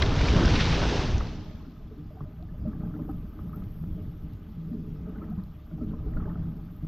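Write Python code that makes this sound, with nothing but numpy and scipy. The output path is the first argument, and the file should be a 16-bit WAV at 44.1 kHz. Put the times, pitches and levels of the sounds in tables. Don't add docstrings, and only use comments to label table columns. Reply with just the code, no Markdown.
import sys
import numpy as np
from scipy import signal
from scipy.fft import rfft, irfft, next_fast_len
from scipy.io import wavfile
from scipy.ndimage import uniform_filter1d, map_coordinates

SR = 44100
rng = np.random.default_rng(int(sys.argv[2]) if len(sys.argv) > 2 else 0)


def master(y):
    cut = np.clip(np.atleast_2d(y).T, -1, 1)
    pcm = np.round(cut * 32767)
    wavfile.write(sys.argv[1], SR, pcm.astype(np.int16))


def attenuation_scalar(level_db):
    decades = np.asarray(level_db, float) / 20
    return 10 ** decades


N = 302967
SPRAY_FADE_DB_PER_S, BODY_FADE_DB_PER_S = 53.5, 50.5


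def unit(x):
    return x / np.sqrt(np.mean(x ** 2) + 1e-20)


def add(track, start, sound):
    track[start:start + len(sound)] += sound


def curves(rows):
    s, *cols = np.transpose(rows)
    return [np.interp(np.arange(N) / SR, s, c) for c in cols]


def filtered(x, response):
    m = next_fast_len(N + SR // 2)
    return irfft(rfft(x, m) * response(np.fft.rfftfreq(m, 1 / SR)), m)[..., :N]


def lowpass(x, hz, power):
    return filtered(x, lambda f: 1 / (1 + (f / hz) ** power))


def tone(points):
    f, v = np.transpose(points)
    return lambda hz: attenuation_scalar(np.interp(np.log(hz + 1), np.log(f + 1), v, -120, -120))


def modes(table):
    def response(f):
        total = 0
        for k, (c, w, db) in enumerate(table):
            total = total + (-1) ** k * attenuation_scalar(db) * 1j * f * w / (c * c - f * f + 1j * f * w)
        return total
    return response


def churn(patchy_db, grain_db, grain_rate):
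    z = signal.stft(rng.standard_normal(N), nperseg=512)[2]
    field = uniform_filter1d(uniform_filter1d(rng.standard_normal(z.shape), 8, 0), 5, 1)
    x = signal.istft(z * attenuation_scalar(patchy_db * unit(field)), nperseg=512)[1][:N]
    knots = rng.standard_normal(N // 16)
    grain = map_coordinates(knots, [np.arange(N) * min(grain_rate, 2500) / SR], order=1)
    return x * attenuation_scalar(grain_db * grain)


def droplets(rate, spread_db):
    chance, size = rng.random(N), rng.exponential(size=N)
    return unit((chance < rate / SR) * attenuation_scalar(spread_db * size))


def surges(peak_s, peak_db, fall_s, rise_share, calm_db):
    t = np.arange(0, N + 64, 64) / SR
    late = (t[:, None] - peak_s) / np.maximum(fall_s, .003)
    away = np.where(late < 0, -late / rise_share, late)
    gain = np.sqrt(attenuation_scalar(calm_db) ** 2 + np.sum(attenuation_scalar(peak_db - 10 * away) ** 2, axis=1))
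    return np.interp(np.arange(N) / SR, t, gain)


def steadied(x, seconds, share):
    size = max(int(seconds * SR), 1)
    power = np.abs(uniform_filter1d(uniform_filter1d(x ** 2, size), size))
    return unit(x / (power + 1e-12) ** (np.clip(share, 0, 1) / 2))


def ring(s, db, hz, t60, rise, rough, attack):
    t = np.arange(SR // 4) / SR
    drift = np.cumsum(rng.standard_normal(len(t))) * rough
    shape = attenuation_scalar(db - 60 * t / np.clip(t60, .002, .3)) * (1 - np.exp(-t / attack))
    return round(s * SR), shape * np.sin(2 * np.pi * hz * t * (1 + rise * t) + drift)


def faded_s():
    return np.maximum(np.arange(N) / SR - 1.0, 0)


def sheltered():
    return np.clip((np.arange(N) / SR - 1.05) / 0.14, 0, 1)


# (time [s], level [dB])
SPLASH_LEVEL = [
    (0, -38),
    (.11, -40),
    (.28, -34.5),
    (.34, -36.5),
    (.55, -33),
    (.75, -35),
    (1.0, -36),
]
# (frequency [Hz], level per Hz [dB])
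HISS_TONE = [(900, -10), (1500, -4.5), (3330, -3.5), (5060, -8), (5980, -11), (7350, -25), (8500, -36.5),
             (10500, -47), (12000, -48.5), (15700, -73)]
# (time [s], peak level [dB], time to fall 10 dB [s])
SHEETS = [(0.024, -23, -0.1), (0.093, -34.5, -0.1), (0.128, -44, 0.1), (0.192, -33.5, -0.09),
          (0.2117, -41, -0.1), (.3656, -33, -0.04), (.435, -35, -0.04), (.5067, -49, 0.5), (.5252, -34, 0),
          (0.56, -28, 0.01), (.6085, -26.5, 0.02), (.6809, -39, 0.1), (.72, -36.5, 0.1),
          (0.9025, -40, 0.04)]


def spray_hiss():
    grains = unit(churn(patchy_db=.9, grain_db=1.6, grain_rate=900))
    hiss = unit(filtered(grains + .3 * droplets(rate=500, spread_db=2.2), tone(HISS_TONE)))
    sheet_gain = surges(*np.transpose(SHEETS), rise_share=0.59, calm_db=-90)
    sheets = sheet_gain * lowpass(np.roll(hiss, SR), 5200, 4)
    fade = np.hypot(attenuation_scalar(-SPRAY_FADE_DB_PER_S * faded_s()), attenuation_scalar(-20.5 - 21.5 * faded_s()))
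    return fade * (attenuation_scalar(curves(SPLASH_LEVEL)[0] - 0.83) * hiss + sheets)


# (frequency [Hz], level per Hz [dB])
SPLASH_BODY_TONE = [(150, -11), (250, 5), (500, -2), (1000, -6.5), (1700, -14.5), (2600, -40)]


def splash_body():
    body = unit(filtered(churn(patchy_db=1.34, grain_db=1.5, grain_rate=210), tone(SPLASH_BODY_TONE)))
    heave = surges(0.375, -30, 0.18, rise_share=0.23, calm_db=-33)
    return heave * attenuation_scalar(1.5 - BODY_FADE_DB_PER_S * faded_s()) * body


def bubbling(rate, hz, spread, cycles):
    start, pitch, size = rng.random((3, int(rate * N / SR)))
    pitch_hz, t = hz * np.exp(spread * (2 * pitch[:, None] - 1)), np.arange(512) / SR
    age = t * pitch_hz / cycles
    shape = (size[:, None] + .03) ** -.6 * age * np.exp(-3 * age)
    wave = shape * np.sin(2 * np.pi * pitch_hz * t * (1 + 0.11 * age))
    where = (start[:, None] * N).astype(int) + np.arange(512)
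    return unit(np.bincount(where.ravel(), wave.ravel(), N + 512)[:N])


def froth():
    s, db, fall_s, bright_db = np.transpose(SHORT_WAVES)
    splash_db = curves(SPLASH_LEVEL)[0] - SPRAY_FADE_DB_PER_S * faded_s()
    plips = sheltered() * surges(s, db + bright_db - 31, fall_s, rise_share=0.42, calm_db=-85)
    foam = lowpass(bubbling(260, 2300, .7, 8), 5000, 8)
    return attenuation_scalar(splash_db - 9) * foam + plips * bubbling(90, 1150, .45, 9)


# (time [s], peak level [dB], time to fall 10 dB [s])
WIND_GUSTS = [(.05, -21, .5), (.46, -21.5, 0.32), (.72, -23.5, .5), (1.14, -21.5, 0.1), (1.419, -26, -0.94),
              (1.55, -30, -1.27), (1.86, -38.5, 0.14), (2.09, -40.5, 0.1), (2.242, -31, 0.03),
              (2.47, -39, 0.5), (2.64, -32, 0.16), (2.81, -35, 0.37), (3.17, -33, 0.26), (3.46, -38, 0.13),
              (3.65, -35, 0.22), (3.9, -32.5, 0.2), (4.08, -37, 0.36), (4.27, -39, 0.5), (4.57, -30.5, 0),
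              (4.93, -36, 0.53), (5.15, -42, 0.5), (5.4, -36, .15), (5.52, -42.5, -0.2), (5.75, -42, 0),
              (5.87, -32.5, 0.12), (6.06, -32, 0.31), (6.18, -31, 0.18), (6.43, -31, 0.26),
              (6.54, -38, -0.3), (6.86, -33, 0.1)]
# (frequency [Hz], level per Hz [dB])
WIND_TONE = [(10, -17), (22, 1), (38, -5.5), (62, -3.5), (100, -5), (170, -15.5), (300, -27.5), (600, -40)]


def wind():
    gusts = surges(*np.transpose(WIND_GUSTS), rise_share=0.87, calm_db=-56.5)
    lump_s = 0.0029
    lump = -attenuation_scalar(-19 - 10 * np.arange(N) / SR / lump_s)
    lump += attenuation_scalar(-30.5 - 10 * np.arange(N)[::-1] / SR / lump_s)
    air = filtered(rng.standard_normal(N), tone(WIND_TONE))
    deep = lowpass(air, 65, 4)
    even = sum(np.std(part) * steadied(part, seconds=0.071, share=0.7) for part in (deep, air - deep))
    return lump + attenuation_scalar(-2.5) * gusts * unit(even)


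# (time [s], level [dB])
RAPIDS_LEVEL = [
    (0, -76),
    (2, -72),
    (4, -70),
    (6.7, -71),
    (6.87, -70.5),
]
# (frequency [Hz], level per Hz [dB])
RAPIDS_TONE = [(700, -8.5), (1700, -3.5), (2490, -3.5), (3300, -3.5), (3910, -9), (5090, -11), (7350, -20),
               (8500, -37), (10500, -53)]


def rapids():
    wash = filtered(churn(patchy_db=2.0, grain_db=-0.5, grain_rate=150), tone(RAPIDS_TONE))
    return attenuation_scalar(curves(RAPIDS_LEVEL)[0]) * unit(wash)


# (time [s], peak level [dB], frequency [Hz])
HOUSING_DROPS = [(0.0203, -21, 4200), (.024, -14.5, 3340), (0.062, -24, 3340), (0.163, -27, 2980),
                 (0.215, -22, 2480), (0.286, -32, 3400), (.303, -30, 4000), (0.364, -29, 3450),
                 (1.359, -49, 5460), (1.385, -51, 2460), (0.457, -21.5, 5500), (1.181, -30.5, 5670),
                 (1.2696, -39, 3900), (2.4259, -53, 3600), (3.638, -57, 3800), (4.3354, -55.5, 3700),
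                 (5.438, -54.5, 4460)]


def housing_ticks():
    ticks = np.zeros(N + SR)
    for s, db, hz in HOUSING_DROPS:
        add(ticks, *ring(s, db + 4.5, hz, 0.0069, rise=.1, rough=0.34, attack=0.0003))
    return lowpass(ticks[:N], 6800, 12)


# (time [s], peak level [dB], frequency [Hz], time to fall 60 dB [s])
SPLASH_BUBBLES = [
    (0.025, -13, 1900, 0.036),
    (0.0275, -11.5, 3410, 0.013),
    (0.195, -22.5, 2370, 0.029),
    (0.2114, -15.5, 1010, 0.022),
    (0.287, -14, 2322, 0.029),
    (0.435, -21, 1180, 0.034),
    (0.5592, -21, 2430, 0.037),
    (0.609, -13.5, 1850, 0.018),
]


def splash_bubbles():
    pops = np.zeros(N + SR)
    for s, db, hz, t60 in SPLASH_BUBBLES:
        add(pops, *ring(max(s - .004, 0), db - 2.0, hz, t60, rise=1.5, rough=0.2, attack=0.0028))
    return lowpass(pops[:N], 6000, 10)


# (time [s], peak level [dB], frequency [Hz])
WHIRLS = [(0.034, -15, 97), (0.088, -12, 87.5), (0.176, -13, 127.9), (0.215, -14, 50.9),
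          (0.241, -14.5, 122), (0.31, -14, 59.4), (0.369, -9.5, 135.0), (0.466, -13.5, 66.7),
          (0.518, -13.5, 82.9), (0.698, -24, 66.7), (0.712, -17.4, 135.0), (0.795, -25.5, 70),
          (0.878, -15.5, 50.9), (0.993, -18, 104), (1.098, -19.5, 127.9), (1.151, -18, 97.5),
          (1.203, -27, 92.3), (1.551, -39, 79), (2.068, -33, 87.5), (2.11, -40, 114.7),
          (3.07, -32.2, 121.1), (3.423, -30, 74.3), (3.672, -26, 114), (3.927, -31, 83), (4.085, -27, 113),
          (4.248, -30, 74.3), (4.34, -28.5, 102.9), (4.926, -30.5, 121.1), (6.016, -30, 87.5),
          (6.077, -23.5, 50.6), (6.168, -25, 28.0), (6.216, -28, 53.7), (6.271, -31, 48.2),
          (6.439, -31, 28.0)]


def eddies():
    swings, t = np.zeros(N + SR), np.arange(-SR // 10, SR // 10) / SR
    for (s, db, hz), turn in zip(WHIRLS, rng.random(len(WHIRLS))):
        shape = attenuation_scalar(db - 2) * np.exp(-.5 * (t * hz / 0.61) ** 2)
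        add(swings, round(s * SR), shape * np.cos(2 * np.pi * (hz * t + turn)))
    return swings[SR // 10:][:N]


def driven(table, low_hz, top_hz, patchy_db, grain_db, drops):
    def response(f):
        low_edge = (f / low_hz) ** 3 / (1 + (f / low_hz) ** 3)
        return (attenuation_scalar(-44.0) + modes(table)(f)) * low_edge / (1 + (f / top_hz) ** 6)
    push = unit(churn(patchy_db, grain_db, grain_rate=66)) + drops * droplets(rate=70, spread_db=2.5)
    return steadied(filtered(push, response), seconds=0.041, share=0.73)


# (frequency [Hz], width [Hz], level [dB])
HULL_MODES = [(164, 12.5, -3.5), (220.6, 25, -8), (308, 22.8, -9.5), (426.3, 29.3, -16.5), (608, 18.4, -27),
              (835, 100, -32.5), (1010, 65, -34.5), (1190, 59, -28), (1280, 52, -30.5), (1540, 120, -34)]
# (time [s], peak level [dB], time to fall 10 dB [s])
LONG_WAVES = [(.2, -27, -0.02), (0.361, -24.5, 0.17), (.68, -29, 0.39), (1.15, -38.5, 0.43),
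              (2.45, -42.5, 0.46), (2.54, -44, 0.04), (2.68, -35, 0.09), (2.83, -31.5, 0.18),
              (3.02, -39, 0.07), (3.14, -37.5, 0.07), (3.46, -32.5, 0.1), (3.58, -33, 0.08),
              (3.808, -33.5, 0.1), (3.95, -35.5, 0.2), (4.27, -36, -0.02), (4.7, -35.5, 0.46),
              (4.96, -43.5, 0.4), (5.33, -33.5, 0.13), (5.74, -31, 0.04), (5.87, -35.5, 0.2),
              (6.02, -36.5, -0.16), (6.179, -34.5, 0.2), (6.44, -33, 0.26)]
# (time [s], peak level [dB], time to fall 10 dB [s], brightness [dB])
SHORT_WAVES = [(.35, -23, 0.1443, 7), (.55, -33, 0.11, 10), (.9, -33.5, 0.41, 2), (1.3, -46, .5, -1),
               (1.97, -44, 0.14, -11), (2.22, -45.5, 0.16, 2.5), (2.68, -38, 0.16, -1),
               (2.85, -41.5, 0.23, 3.5), (2.95, -36.5, 0.0548, -1.5), (2.999, -31.5, 0.05, -14),
               (3.1, -40.5, 0.26, -0.5), (3.39, -43.5, 0.18, 3), (3.57, -42, 0.14, 4),
               (3.84, -40, -0.13, 10), (4.0, -39, 0.12, -3.5), (4.26, -46, 0.4, -3.5),
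               (4.76, -37.5, 0.23, -12.5), (5.09, -38, 0.11, 1), (5.24, -38.5, 0.15, 3.5),
               (5.74, -48, 0, 2), (5.831, -34, 0.15, -11), (5.93, -39, 0.08, -0.5), (6.05, -37.5, 0.05, -2),
               (6.22, -36, 0.31, 3), (6.4, -35, -0.13, -3.5), (6.849, -29, 0, -6)]


def hull():
    swell_s, swell_db, swell_fall_s = np.transpose(LONG_WAVES)
    s, db, fall_s, bright_db = np.transpose(SHORT_WAVES)
    boom = surges(swell_s, swell_db - 1.5, swell_fall_s, rise_share=0.42, calm_db=-62.0)
    boom *= driven(HULL_MODES[:1], low_hz=104, top_hz=264, patchy_db=0.5, grain_db=-0.2, drops=0.21)
    slosh = surges(s, db - 3.5, fall_s, rise_share=0.5, calm_db=-58.0)
    slosh *= driven(HULL_MODES[1:4], low_hz=130, top_hz=480, patchy_db=3.0, grain_db=2.5, drops=0.49)
    lap = surges(s, db - 22.5 + bright_db, fall_s, rise_share=0.77, calm_db=-67)
    lap *= driven(HULL_MODES[4:6], low_hz=480, top_hz=950, patchy_db=3.5, grain_db=-0.5, drops=0.37)
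    trickle = surges(s, db - 26.5 + 1.03 * bright_db, 1.12 * fall_s, rise_share=.7, calm_db=-68.5)
    trickle *= driven(HULL_MODES[6:], low_hz=850, top_hz=1900, patchy_db=1.5, grain_db=2.0, drops=0.27)
    return boom + slosh + sheltered() * (lap + trickle)


# (time [s], peak level [dB], time to fall 10 dB [s])
FIZZ_PUFFS = [
    (.7, -81.5, 0),
    (3.1, -74, 0.5),
    (3.55, -72.5, 0.3),
    (3.85, -71.5, .3),
    (4.35, -76.5, 0.2),
    (5.35, -79, 1.6),
    (6.8, -76, 0.6),
]
# (frequency [Hz], level per Hz [dB])
FIZZ_COLOUR = [(9000, -45), (10900, -41.5), (11600, -5.5), (12400, 4), (13300, -3), (14300, -12),
               (15000, -12.5), (15750, -13.5)]
# (time [s], peak level [dB])
PORT_DROPLETS = [(2.5809, -57.5), (2.8274, -60), (3.2968, -57.5), (3.433, -60.5), (3.4674, -57),
                 (3.64, -59), (3.7802, -57), (4.4696, -60), (4.7, -64), (5.4699, -59), (5.8435, -53),
                 (6.6512, -58.5), (2.157, -56.5), (2.6832, -50), (3.0215, -53.5), (3.1672, -52.5),
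                 (3.528, -46.5), (3.5465, -58.5), (3.5606, -38), (3.7045, -57), (3.9489, -58.5),
                 (4.3348, -51), (4.5174, -59.5), (5.302, -49.5), (5.322, -59), (5.437, -48),
                 (6.7446, -60.5), (6.765, -49), (6.796, -56)]


def fizz():
    bed = unit(filtered(churn(patchy_db=-2.5, grain_db=3.0, grain_rate=1200), tone(FIZZ_COLOUR)))
    puffs = surges(*np.transpose(FIZZ_PUFFS), rise_share=.9, calm_db=-80)
    ticks = np.zeros(N)
    for s, db in PORT_DROPLETS:
        ticks[round(s * SR)] = attenuation_scalar(db)
    ticks = filtered(ticks, lambda f: modes([(12300, 1300, 11)])(f) ** 2 + attenuation_scalar(11))

    def port_band(f):
        return (1 / (1 + (11300 / (f + 1)) ** 30) + .03 * (f > 7500)) * (f < 15600)
    return attenuation_scalar(6) * puffs * bed + filtered(ticks, port_band)


# (time [s], peak level [dB], frequency [Hz], time to fall 60 dB [s])
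LARGE_SLAPS = [(1.209, -22, 900, .017), (1.465, -38.5, 608, 0.095), (1.91, -32.5, 425, 0.11),
               (2.105, -34.5, 608, 0.076), (2.169, -33.5, 744, 0.072), (2.205, -29, 584, 0.022),
               (2.424, -34, 720, 0.051), (2.54, -35.5, 610, 0.042), (2.533, -42, 900, .03),
               (2.653, -28.5, 608, 0.082), (1.506, -35, 608, 0.064), (3.084, -29, 500, 0.034),
               (2.649, -32, 527, 0.052), (1.805, -42.5, 646, 0.059), (2.255, -39, 606, .09),
               (2.305, -44, 608, 0.1), (2.395, -41, 620, 0.12), (2.765, -45, 604, .04),
               (2.804, -40, 594, 0.076), (2.835, -32, 603, .05), (2.899, -38, 608, 0.044),
               (3.482, -46, 762, .04), (3.566, -46, 600, 0.035), (4.03, -44, 595, 0.055),
               (5.151, -37, 565, 0.044), (6.049, -40.5, 592, .05), (6.264, -36, 617, 0.069),
               (6.372, -35, 636, 0.045), (2.833, -30, 800, .04), (2.939, -39, 634, .052),
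               (2.989, -34.5, 571, 0.11), (3.089, -26, 785, 0.063), (3.39, -39, 575, .035),
               (3.978, -40, 608, 0.11), (4.699, -43, 600, 0.13), (5.066, -35, 612, 0.052),
               (5.217, -35, 555, 0.049), (5.319, -32.5, 723, 0.053), (5.711, -36.5, 618, 0.079),
               (5.78, -34, 760, 0.037), (5.809, -35.5, 604, .11), (5.934, -37, 577, 0.048),
               (6.167, -30.5, 622, 0.057), (6.277, -31.5, 850, 0.078), (6.356, -40, 724, 0.054)]
# (time [s], peak level [dB], frequency [Hz], time to fall 60 dB [s])
SMALL_SLAPS = [(1.208, -20.5, 1190, 0.019), (2.206, -33, 1120, 0.027), (1.428, -50, 1160, .03),
               (1.604, -46, 1034, 0.043), (1.649, -48, 1350, 0.048), (1.765, -51.5, 1230, .04),
               (2.488, -49.5, 1680, 0.043), (2.676, -51, 1190, .05), (2.713, -49, 1270, 0.072),
               (2.73, -44, 1190, 0.038), (2.732, -43.5, 1590, .025), (2.8, -50, 1850, .03),
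               (2.876, -52, 1100, .03), (2.895, -46, 1220, .04), (2.906, -52, 1030, .03),
               (2.997, -45, 1230, 0.045), (3.114, -52, 1150, .03), (3.139, -51, 1246, .08),
               (3.329, -52, 1260, 0.055), (3.494, -48, 1180, .05), (4.96, -48, 1190, .03),
               (5.149, -48, 1260, .07), (5.304, -48, 1240, 0.073), (5.381, -51.5, 1050, 0.14),
               (5.989, -47, 1175, 0.064), (6.181, -45, 1200, .03), (6.296, -45, 1780, 0.033),
               (6.3, -44, 1270, 0.098), (6.33, -48, 1240, .03), (6.398, -56, 1110, 0.036),
               (2.805, -48, 1280, 0.052), (2.828, -48, 1240, 0.066), (2.939, -43, 1280, .052),
               (2.99, -46, 1020, 0.068), (3.093, -37.5, 1230, 0.04), (3.39, -37.5, 1200, 0.037),
               (3.531, -40.5, 1280, 0.1), (3.621, -44.5, 1270, 0.037), (5.067, -47, 1240, 0.054),
               (5.158, -44, 1505, 0.06), (5.217, -39.5, 1250, 0.076), (5.712, -49, 1440, .03),
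               (5.809, -47, 1280, 0.09), (5.934, -44, 1045, 0.057), (6.168, -34.5, 1404, 0.046),
               (6.2, -38, 1260, 0.057), (6.225, -40, 1130, 0.043), (6.255, -39, 1490, 0.031),
               (6.276, -45, 1010, 0.068), (6.355, -40, 1280, 0.032)]


def slaps():
    cavities = np.zeros(N + SR)
    for s, db, hz, t60 in LARGE_SLAPS:
        add(cavities, *ring(s, db - 6.5, hz, t60 * 1.1, rise=0.14, rough=0.027, attack=0.0032))
    for s, db, hz, t60 in SMALL_SLAPS:
        add(cavities, *ring(s, db, hz, t60, rise=1.1, rough=0.075, attack=0.0009))

    def shell(f):
        return (0.9 + attenuation_scalar(16.5) * modes(HULL_MODES[4:])(f)) / (1 + (f / 1900) ** 6)
    return filtered(cavities[:N], shell)


# (time [s], peak level [dB], frequency [Hz], time to fall 60 dB [s])
AIR_POCKETS = [(1.524, -43, 314, .12), (1.664, -35.5, 316, .08), (1.98, -38.5, 291, 0.18),
               (2.207, -37.5, 288, 0.093), (2.42, -41, 314, .12), (2.649, -24, 149, 0.11),
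               (2.829, -28, 222, 0.14), (2.859, -24, 170, 0.09), (2.944, -34, 307, .1),
               (2.999, -28, 251, 0.14), (3.0, -40, 410, 0.076), (3.88, -38.5, 298, 0.18),
               (4.24, -29.5, 163, 0.24), (4.709, -38.5, 305.5, .3), (5.07, -40, 424, 0.18),
               (5.215, -38, 314, .12), (5.718, -38, 312, .15), (6.061, -36.5, 414, 0.11),
               (6.471, -33, 159, .4), (6.823, -32, 292, 0.11), (1.674, -28, 254, 0.058),
               (1.989, -34.5, 152, 0.37), (2.207, -29, 145, 0.2), (2.675, -19, 208, 0.12),
               (2.756, -26, 160, 0.13), (2.999, -29, 156, 0.16), (3.094, -22.5, 294.4, 0.083),
               (3.241, -31.5, 198.6, 0.16), (3.425, -27.5, 164, 0.4), (3.565, -33, 178.7, 0.36),
               (3.81, -28.5, 161.6, 0.36), (4.477, -37, 209.4, 0.34), (4.577, -29, 159.4, 0.14),
               (4.71, -28, 228, 0.33), (5.008, -22.5, 171, 0.067), (5.076, -29, 174.6, 0.24),
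               (5.173, -27, 204.3, 0.15), (5.295, -25, 211.3, 0.22), (5.376, -22, 187.3, 0.17),
               (5.359, -36, 80, .2), (5.815, -23, 228, 0.21), (5.875, -28, 205.4, 0.23),
               (6.128, -30, 180, 0.11), (6.27, -27, 167.3, 0.45), (6.389, -24.5, 164, 0.42),
               (6.83, -24, 147, 0.19)]


def glugs():
    pockets = np.zeros(N + SR)
    for s, db, hz, t60 in AIR_POCKETS:
        add(pockets, *ring(s, db - .5, hz, t60, rise=0.41, rough=0.0057, attack=0.004))
    return lowpass(pockets[:N], 6800, 12)


# (time [s], level [dB])
SIDE_DIFFERENCE = [
    (0, -55),
    (1.1, -38),
    (1.2, -21),
    (1.5, -12.5),
    (2.2, -26),
    (2.25, -35),
    (3, -43.5),
    (6.87, -48.5),
]


def side_blur(centre):
    hz, _, z = signal.stft(centre, SR, nperseg=1024)
    hz = hz[:, None]
    blurred = z * rng.standard_normal(z.shape)
    blur = signal.istft(blurred * attenuation_scalar(-6 + 3.07 * np.log2(hz / 100 + 1)), SR, nperseg=1024)[1][:N]
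    patches = uniform_filter1d(uniform_filter1d(rng.standard_normal(z.shape), 16, 0), 4, 1)
    treble = attenuation_scalar(2.0) / (1 + (8000 / (hz + 1)) ** 4) * (hz < 11500) * (unit(patches) > .4)
    drops = signal.istft(blurred * treble, SR, nperseg=1024)[1][:N]
    return attenuation_scalar(curves(SIDE_DIFFERENCE)[0]) * blur + (1 - .3 * sheltered()) * drops


def scene():
    splash = spray_hiss() + splash_body() + splash_bubbles()
    water = rapids() + housing_ticks() + hull() + slaps() + glugs()
    centre = splash + wind() + water
    side = side_blur(centre)
    return np.array([centre + side + fizz(), centre - side]) + eddies() + froth()


def band_limit(x):
    return signal.sosfilt(signal.butter(12, 15720, fs=SR, output="sos"), x)


def record(dry):
    limited = dry / (1 + (dry / .42) ** 4) ** (1 / 4)
    mix = limited + attenuation_scalar(-108) * rng.standard_normal(dry.shape)
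    return band_limit(mix)


dry = scene()
out = record(dry)
master(out)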